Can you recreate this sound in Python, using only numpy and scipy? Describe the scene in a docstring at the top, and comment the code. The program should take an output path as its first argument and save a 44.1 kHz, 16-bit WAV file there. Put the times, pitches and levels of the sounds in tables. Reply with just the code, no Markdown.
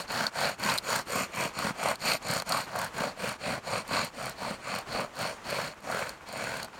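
"""A bow saws to and fro, spinning a wooden spindle in the socket of a hearth board on a folded mat in snow.
From the start the strokes come about four a second: fibres tear under the tip and shake snow, mat, board
and spindle, and the tip is out of round, so the rasp throbs with each turn. Cord and tip tick all along.
From 1.6 s the spindle also knocks now and then; after 5 s the strokes grow longer, and the last is faint.
Under it all lie faint creaks and the hush of open air, with almost no echo."""
import sys
import numpy as np
from scipy import signal
from scipy.fft import rfft, irfft, next_fast_len
from scipy.io import wavfile
from scipy.ndimage import map_coordinates

SR = 44100
rng = np.random.default_rng(int(sys.argv[2]) if len(sys.argv) > 2 else 0)


def ratio(d):
    """dB to gain"""
    e = np.asarray(d, float) / 20
    return 10 ** e


def unload_audio(sound):
    """Save the sound as a 16-bit wav file, at the path given as the first command line argument."""
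    columns = np.transpose(np.atleast_2d(sound))
    # keep every value between -1 and 1, then stretch to whole-number steps
    steps = np.round(np.clip(columns, -1, 1) * 32767)
    wavfile.write(sys.argv[1], SR, steps.astype(np.int16))


N = 299439  # length in samples


def unit(x):
    """Scales a sound to rms 1."""
    return x / np.sqrt(np.mean(x ** 2) + 1e-20)


def filtered(x, response):
    """Passes a sound through a filter given as a complex response at each frequency."""
    size = next_fast_len(N + 8192)
    spectrum = rfft(x, size) * response(np.fft.rfftfreq(size, 1 / SR))
    return irfft(spectrum, size)[..., :N]


def ring(x, modes):
    """Sets off a group of resonances, as a solid thing rings at its own pitches; signs alternate."""
    def response(f):
        total = 0
        for k, (centre, width, db) in enumerate(modes):
            damping = 1j * f * width
            total = total + (-1) ** k * ratio(db) * damping / (centre ** 2 - f ** 2 + damping)
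        return total
    return filtered(x, response)


def wobble(rate):
    """Draws a smooth random curve through `rate` random points a second."""
    points = rng.standard_normal(int(N * rate / SR) + 4)
    return map_coordinates(points, [np.arange(N) * rate / SR])


def blows(times, peaks_db, length, modes, rough):
    """Short contacts start fast, die away and ring the modes; rough 0 is a clean push, 1 is all noise."""
    age = np.arange(1024) / SR / length
    answer = ring(np.arange(N) == 0, modes)[:1024]
    noises = rng.standard_normal((len(times), 1024))
    out = np.zeros(N + SR)
    for s, db, noise in zip(times, peaks_db, noises):
        contact = (1 - rough + rough * noise) * age * np.exp(-age)
        blow = np.convolve(contact, answer)[:2048]
        out[round(s * SR):][:len(blow)] += ratio(db) * blow / np.abs(blow).max()
    return out[:N]


# bow strokes, pull and push in turn, each from one turnaround to the next:
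# (turnaround [s], fastest moment [s], board level before its own offset [dB],
#  grit, shared out by the table below [dB], socket over board, likewise [dB], peakedness [exponent])
STROKES = [(-0.15, -0.047, -37, 11, 4.5, 2.9), (0.068, 0.211, -35.5, 6, 0.5, 1.05),
           (0.303, 0.444, -35.5, 6, 1.5, 1.75), (0.574, 0.697, -35.5, 9, 5, 1.33),
           (0.808, 0.944, -35.5, 8, 4, 1.8), (1.047, 1.188, -36.5, 9.5, 1, 1.65),
           (1.285, 1.426, -37, 8, 4.5, 2.2), (1.529, 1.653, -35.5, 3.5, 1.5, 0.9),
           (1.73, 1.892, -34, 5.5, 2.5, 2.04), (1.969, 2.107, -34, 11, 2, 2.4),
           (2.203, 2.345, -34.5, 4.5, 2.5, 1.53), (2.443, 2.534, -36.5, 8.5, 1, 1.46),
           (2.673, 2.81, -35.5, -3.5, 3.5, 1.66), (2.91, 3.032, -34.5, -0.8, -3.5, 1.7),
           (3.145, 3.278, -38, 4, 1.5, 1.8), (3.381, 3.507, -33.5, -0.2, -3, 1.4),
           (3.612, 3.75, -34.5, 3, 1, 1.96), (3.852, 3.966, -33.5, 5.5, -1.5, 2.1),
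           (4.119, 4.252, -38, 3.5, -1, 1.52), (4.347, 4.479, -37, 0.2, -2.2, 1.4),
           (4.587, 4.752, -38, 2.5, 1.5, 1.64), (4.839, 4.991, -36.5, 0, -2, 2.46),
           (5.106, 5.247, -36.5, 3, 0.1, 2.4), (5.413, 5.554, -37, 4.5, -2.5, 1.5),
           (5.762, 5.936, -38.5, 3.5, 1, 3.2), (6.259, 6.522, -39, 0.5, -3, 0.62),
           (6.668, 6.807, -52.5, 1, 2, 4.3)]
# how snow, mat, board, socket, shaft, tip, dust and fuzz (rows, low to high) take a stroke:
# (offset [dB], change with grit [dB per dB], change with socket [dB per dB],
#  added on a push and taken off on a pull [dB], share of the peakedness [ratio])
PART_RESPONSES = [(-7, 0.18, -0.13, -0.6, 1.03), (-4, 0.05, 0.05, 0.85, 1), (1, 0, 0, -1, 1.05),
                  (1, 0, 1, 0.5, 1.09), (-7, 0.7433, 0.13, .6, 0.99), (-8.5, 0.5746, 0.23, 0.5, 0.86),
                  (-12.5, 0.86, 0.06, 0, 0.87), (-33, 1.8, 0.4, 0.5, 0.86)]


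def bow():
    """Gives bow speed (0-1) and the force on each part; every stroke speeds up and slows like a sine."""
    last_turn_s, scatter_db = 6.9, 1.04  # no two strokes bear on the parts alike
    t = np.arange(N) / SR
    speed, force = np.zeros(N), np.zeros((len(PART_RESPONSES), N))
    base_db, gritty, hollow, push_db, share = np.transpose(PART_RESPONSES)[..., None]
    ends = [row[0] for row in STROKES[1:]] + [last_turn_s]
    chance = rng.standard_normal((len(STROKES), len(PART_RESPONSES), 1))
    for k, (stroke, end) in enumerate(zip(STROKES, ends)):
        start, fastest, db, grit_db, socket_db, peaked = stroke
        now = (t >= start) & (t < end)
        progress = np.interp(t[now], [start, fastest, end], [0, 1, 0])
        speed[now] = np.sin(np.pi / 2 * progress)
        parts_db = db + base_db + gritty * grit_db + hollow * socket_db
        parts_db = parts_db - (-1) ** k * push_db + scatter_db * chance[k]
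        force[:, now] = ratio(parts_db) * speed[now] ** np.maximum(share * peaked, 0.1)
    return speed, force


def tearing(per_second, spread_db, smooth):
    """Fibres let go at random moments with scattered strengths, over a smooth scrape."""
    hit = rng.random(N) < per_second / SR
    kick = np.clip(rng.standard_normal(N), -2, 2)
    strength = ratio(spread_db * np.minimum(rng.exponential(size=N), 3))
    return unit(hit * kick * strength) + smooth * rng.standard_normal(N)


def rubbed(drive, modes, wander_db):
    """The contact wanders round the socket, so each mode swells and fades on its own."""
    total = 0
    for k, mode in enumerate(modes):
        total = total + ratio(wander_db * wobble(9)) * (-1) ** k * ring(drive, [mode])
    return unit(total)


# what each part rings with, low to high; levels count within one part:
# (centre [Hz], width [Hz], level [dB])
SNOW_MODES = [(118, 57, 1)]
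MAT_MODES = [(204.4, 96, 9), (304, 115, -4.5)]
BOARD_MODES = [(528.5, 209, -4.5), (733, 138, -1)]
SOCKET_MODES = [(944, 192, -1.7), (1156, 174, 0.74), (1471, 253, -2)]
SHAFT_MODES = [(1886, 420, 0.92), (2300, 374, 12.7), (2970, 890, 3)]
TIP_MODES = [(4363, 436, 8.5), (4720, 1030, -2.5)]
DUST_MODES = [(5640, 620, -7), (6930, 285, 1.5), (8460, 1370, -5), (9650, 620, -8)]
FUZZ_MODES = [(11600, 640, -8), (13200, 900, 1), (15300, 410, -14)]


def rasp():
    """Torn fibres drive each part; the oval tip bites once and twice a turn, and the contact wanders."""
    speed, force = bow()
    turns = 38 * speed ** 0.6 * (1 + 0.151 * wobble(6))  # spindle turns a second
    angle = 2 * np.pi * np.cumsum(turns) / SR
    once, twice = np.cos(angle), np.cos(2 * angle + wobble(3.5))
    coarse = tearing(per_second=700, spread_db=1.5, smooth=1.0)
    middle = tearing(per_second=800, spread_db=1.0, smooth=1.0)
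    fine = tearing(per_second=2500, spread_db=3.0, smooth=0.94)
    powder = tearing(per_second=3000, spread_db=2.5, smooth=0.65)
    crackle = tearing(per_second=59, spread_db=7, smooth=0.14)
    # (drive, modes, bite once a turn [dB], bite twice a turn [dB])
    parts = [(middle, SNOW_MODES, 2.2, 0.3),
             (coarse, MAT_MODES, 2.6, 0.6),
             (coarse, BOARD_MODES, 1.8, 2.8),
             (0.59 * coarse + middle, SOCKET_MODES, 1.1, 1.9),
             (0.37 * middle + fine, SHAFT_MODES, 0.8, 1.2),
             (fine + 0.078 * crackle, TIP_MODES, 0.9, 1.1),
             (powder + 0.35 * crackle, DUST_MODES, 0.7, 0.8),
             (powder + 0.37 * crackle, FUZZ_MODES, 0.8, 1.2)]
    shared_db = 0.14 * wobble(90)  # flutter common to all parts
    total = 0
    for push, (drive, modes, once_db, twice_db) in zip(force, parts):
        bite_db = once_db * once + twice_db * twice + shared_db + 0.64 * wobble(70)
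        total = total + push * rubbed(ratio(bite_db) * drive, modes, wander_db=1.76)
    return total


# the clearest snaps of fibres and cord: (time [s], tip peak level [dB], cord over tip [dB])
CLEAR_TICKS = [(0.2664, -13.5, -18), (0.406, -36, 7), (0.496, -38, 4), (0.6362, -21, -10),
               (0.6976, -21, -17), (0.7771, -22.5, -2.5), (0.7835, -17.5, -9), (0.9022, -26, -2),
               (0.9601, -30, 7), (1.2414, -29, -10), (1.5886, -26.5, -1), (1.8853, -30, 3),
               (1.9551, -33.5, -2), (2.0048, -37, -12), (2.0812, -30, 2), (2.1342, -23.5, -4),
               (2.284, -39, 9), (2.3115, -28, 4), (2.3363, -29, 2), (2.3778, -31, -2), (2.3865, -36, 3),
               (2.3988, -26, -5), (2.4208, -32.5, 1.5), (2.4907, -29, -8), (2.521, -17, -11),
               (2.7598, -44, 11), (2.7889, -32, 5), (2.815, -35, 6), (2.8444, -35, 6), (3.29, -31, 2),
               (3.8778, -39, 1), (3.9315, -27, -11), (4.0466, -42, 12), (4.2567, -38, 8), (4.2948, -38, 9),
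               (4.7501, -31, -2), (4.7864, -33.5, 3), (5.5009, -29, -2), (5.9144, -37, 2), (5.9913, -41, 7),
               (6.0924, -30, -0.5), (6.2873, -46, 6), (6.3259, -39, 3), (6.4387, -39, 3),
               (6.6287, -30.5, -1), (6.6456, -42, 7)]
# what the cord rings with: (centre [Hz], width [Hz], level [dB])
CORD_MODES = [(6800, 5100, 2), (9300, 1180, 10)]


def ticks():
    """Each snap is a burst of about a millisecond into tip, cord and fuzz; faint ones follow the rubbing."""
    count = 90  # faint snaps, at random moments
    when = rng.random(count)
    size, colour = rng.standard_normal((2, count))
    dust_force = bow()[1][-2, (when * N).astype(int)]
    faint_db = 3 + 20 * np.log10(dust_force + 1e-4) + 4.5 * size
    faint = np.transpose([when * N / SR, faint_db, 3.5 + 4 * colour])
    s, tip_db, cord_over_db = np.transpose(np.vstack([CLEAR_TICKS, faint]))
    cord_db = tip_db + cord_over_db
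    tip = blows(s, tip_db, 0.00094, TIP_MODES, rough=0.83)
    cord = blows(s, cord_db, 0.001, CORD_MODES, rough=0.98)
    fuzz = blows(s, cord_db - 5, 0.00064, FUZZ_MODES, rough=1)
    return tip + cord + fuzz


# the spindle knocking in its socket:
# (time [s], board peak level [dB], mat over board [dB], socket over board [dB])
KNOCKS = [(1.5885, -33, 1, 6), (1.648, -31.5, 2, 4), (1.7066, -29, 4.5, 1), (2.4214, -29, -10, 2),
          (2.501, -33, -5, 4), (3.9109, -25, -7, -12), (4.948, -26, -16, -9), (4.9955, -27.5, -8, 4.5),
          (5.1985, -25, -19, -19), (5.3857, -55, -2, 17), (5.5272, -21, -8, -24), (5.589, -22, -7, -21),
          (5.736, -50, -12, 12), (6.0248, -34.5, -1, 12.5), (6.173, -57, -5, 11), (6.209, -56, -12, 17),
          (6.3578, -28, -10.5, -3), (6.4385, -29, -13, -3), (6.732, -56, -1, 16)]


def knocks():
    """A knock is a blunt push that rings the same mat and wood as the rubbing does."""
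    s, db, mat_db, socket_db = np.transpose(KNOCKS)
    # (level over the board [dB], modes, contact time [s])
    parts = [(0, BOARD_MODES, 0.0002), (mat_db, MAT_MODES, 0.0006),
             (socket_db, SOCKET_MODES, 0.00012), (socket_db - 4, SHAFT_MODES, 0.00006)]
    return sum(blows(s, db + more, contact, modes, rough=0) for more, modes, contact in parts)


def creaks():
    """The loaded board keeps creaking faintly: sparse grains ring board and socket."""
    grains = tearing(per_second=58, spread_db=4.5, smooth=0.33)
    return ratio(-60.5 + 2.5 * wobble(8.7)) * unit(ring(grains, BOARD_MODES + SOCKET_MODES))


# tone of the quiet background; only the shape counts: (frequency [Hz], relative level per Hz [dB])
AIR_TONE = [(18, -30), (30, 18), (100, 3), (350, 1), (1100, 2), (2500, -6), (4500, -15.5), (7000, -16),
            (10500, -25), (15800, -33)]


def air():
    """The far hush of the open field is shaped noise, gently unsteady."""
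    hz, db = np.transpose(AIR_TONE)

    def tone(f):
        return ratio(np.interp(np.log(f + 1), np.log(hz), db))
    hush = filtered(rng.standard_normal(N), tone)
    return ratio(-47 + 1.3 * wobble(6.31) + 2.85 * wobble(40)) * unit(hush)


def snow_scatter(drill):
    """Snow around the drill throws back a faint blur that dies by 60 dB in 0.053 s."""
    t = np.arange(SR // 5) / SR
    tail = rng.standard_normal(len(t)) * ratio(-60 * t / 0.053)
    return ratio(-14) * signal.fftconvolve(drill, tail / np.linalg.norm(tail))[:N]


def scene():
    """Adds up the drill, the scatter from the snow and the air, in one channel."""
    drill = rasp() + ticks() + knocks() + creaks()
    return (drill + snow_scatter(drill) + air())[None]


def band_limit(x):
    """A steep low-pass at the top of the band."""
    return signal.sosfilt(signal.butter(12, 16530, fs=SR, output="sos"), x)


def record(dry):
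    """The microphone drops the deepest bass, below about 70 Hz."""
    heard = filtered(dry, lambda f: (1j * f / (70 + 1j * f)) ** 2)
    return band_limit(heard)


dry = scene()
out = record(dry)
unload_audio(out)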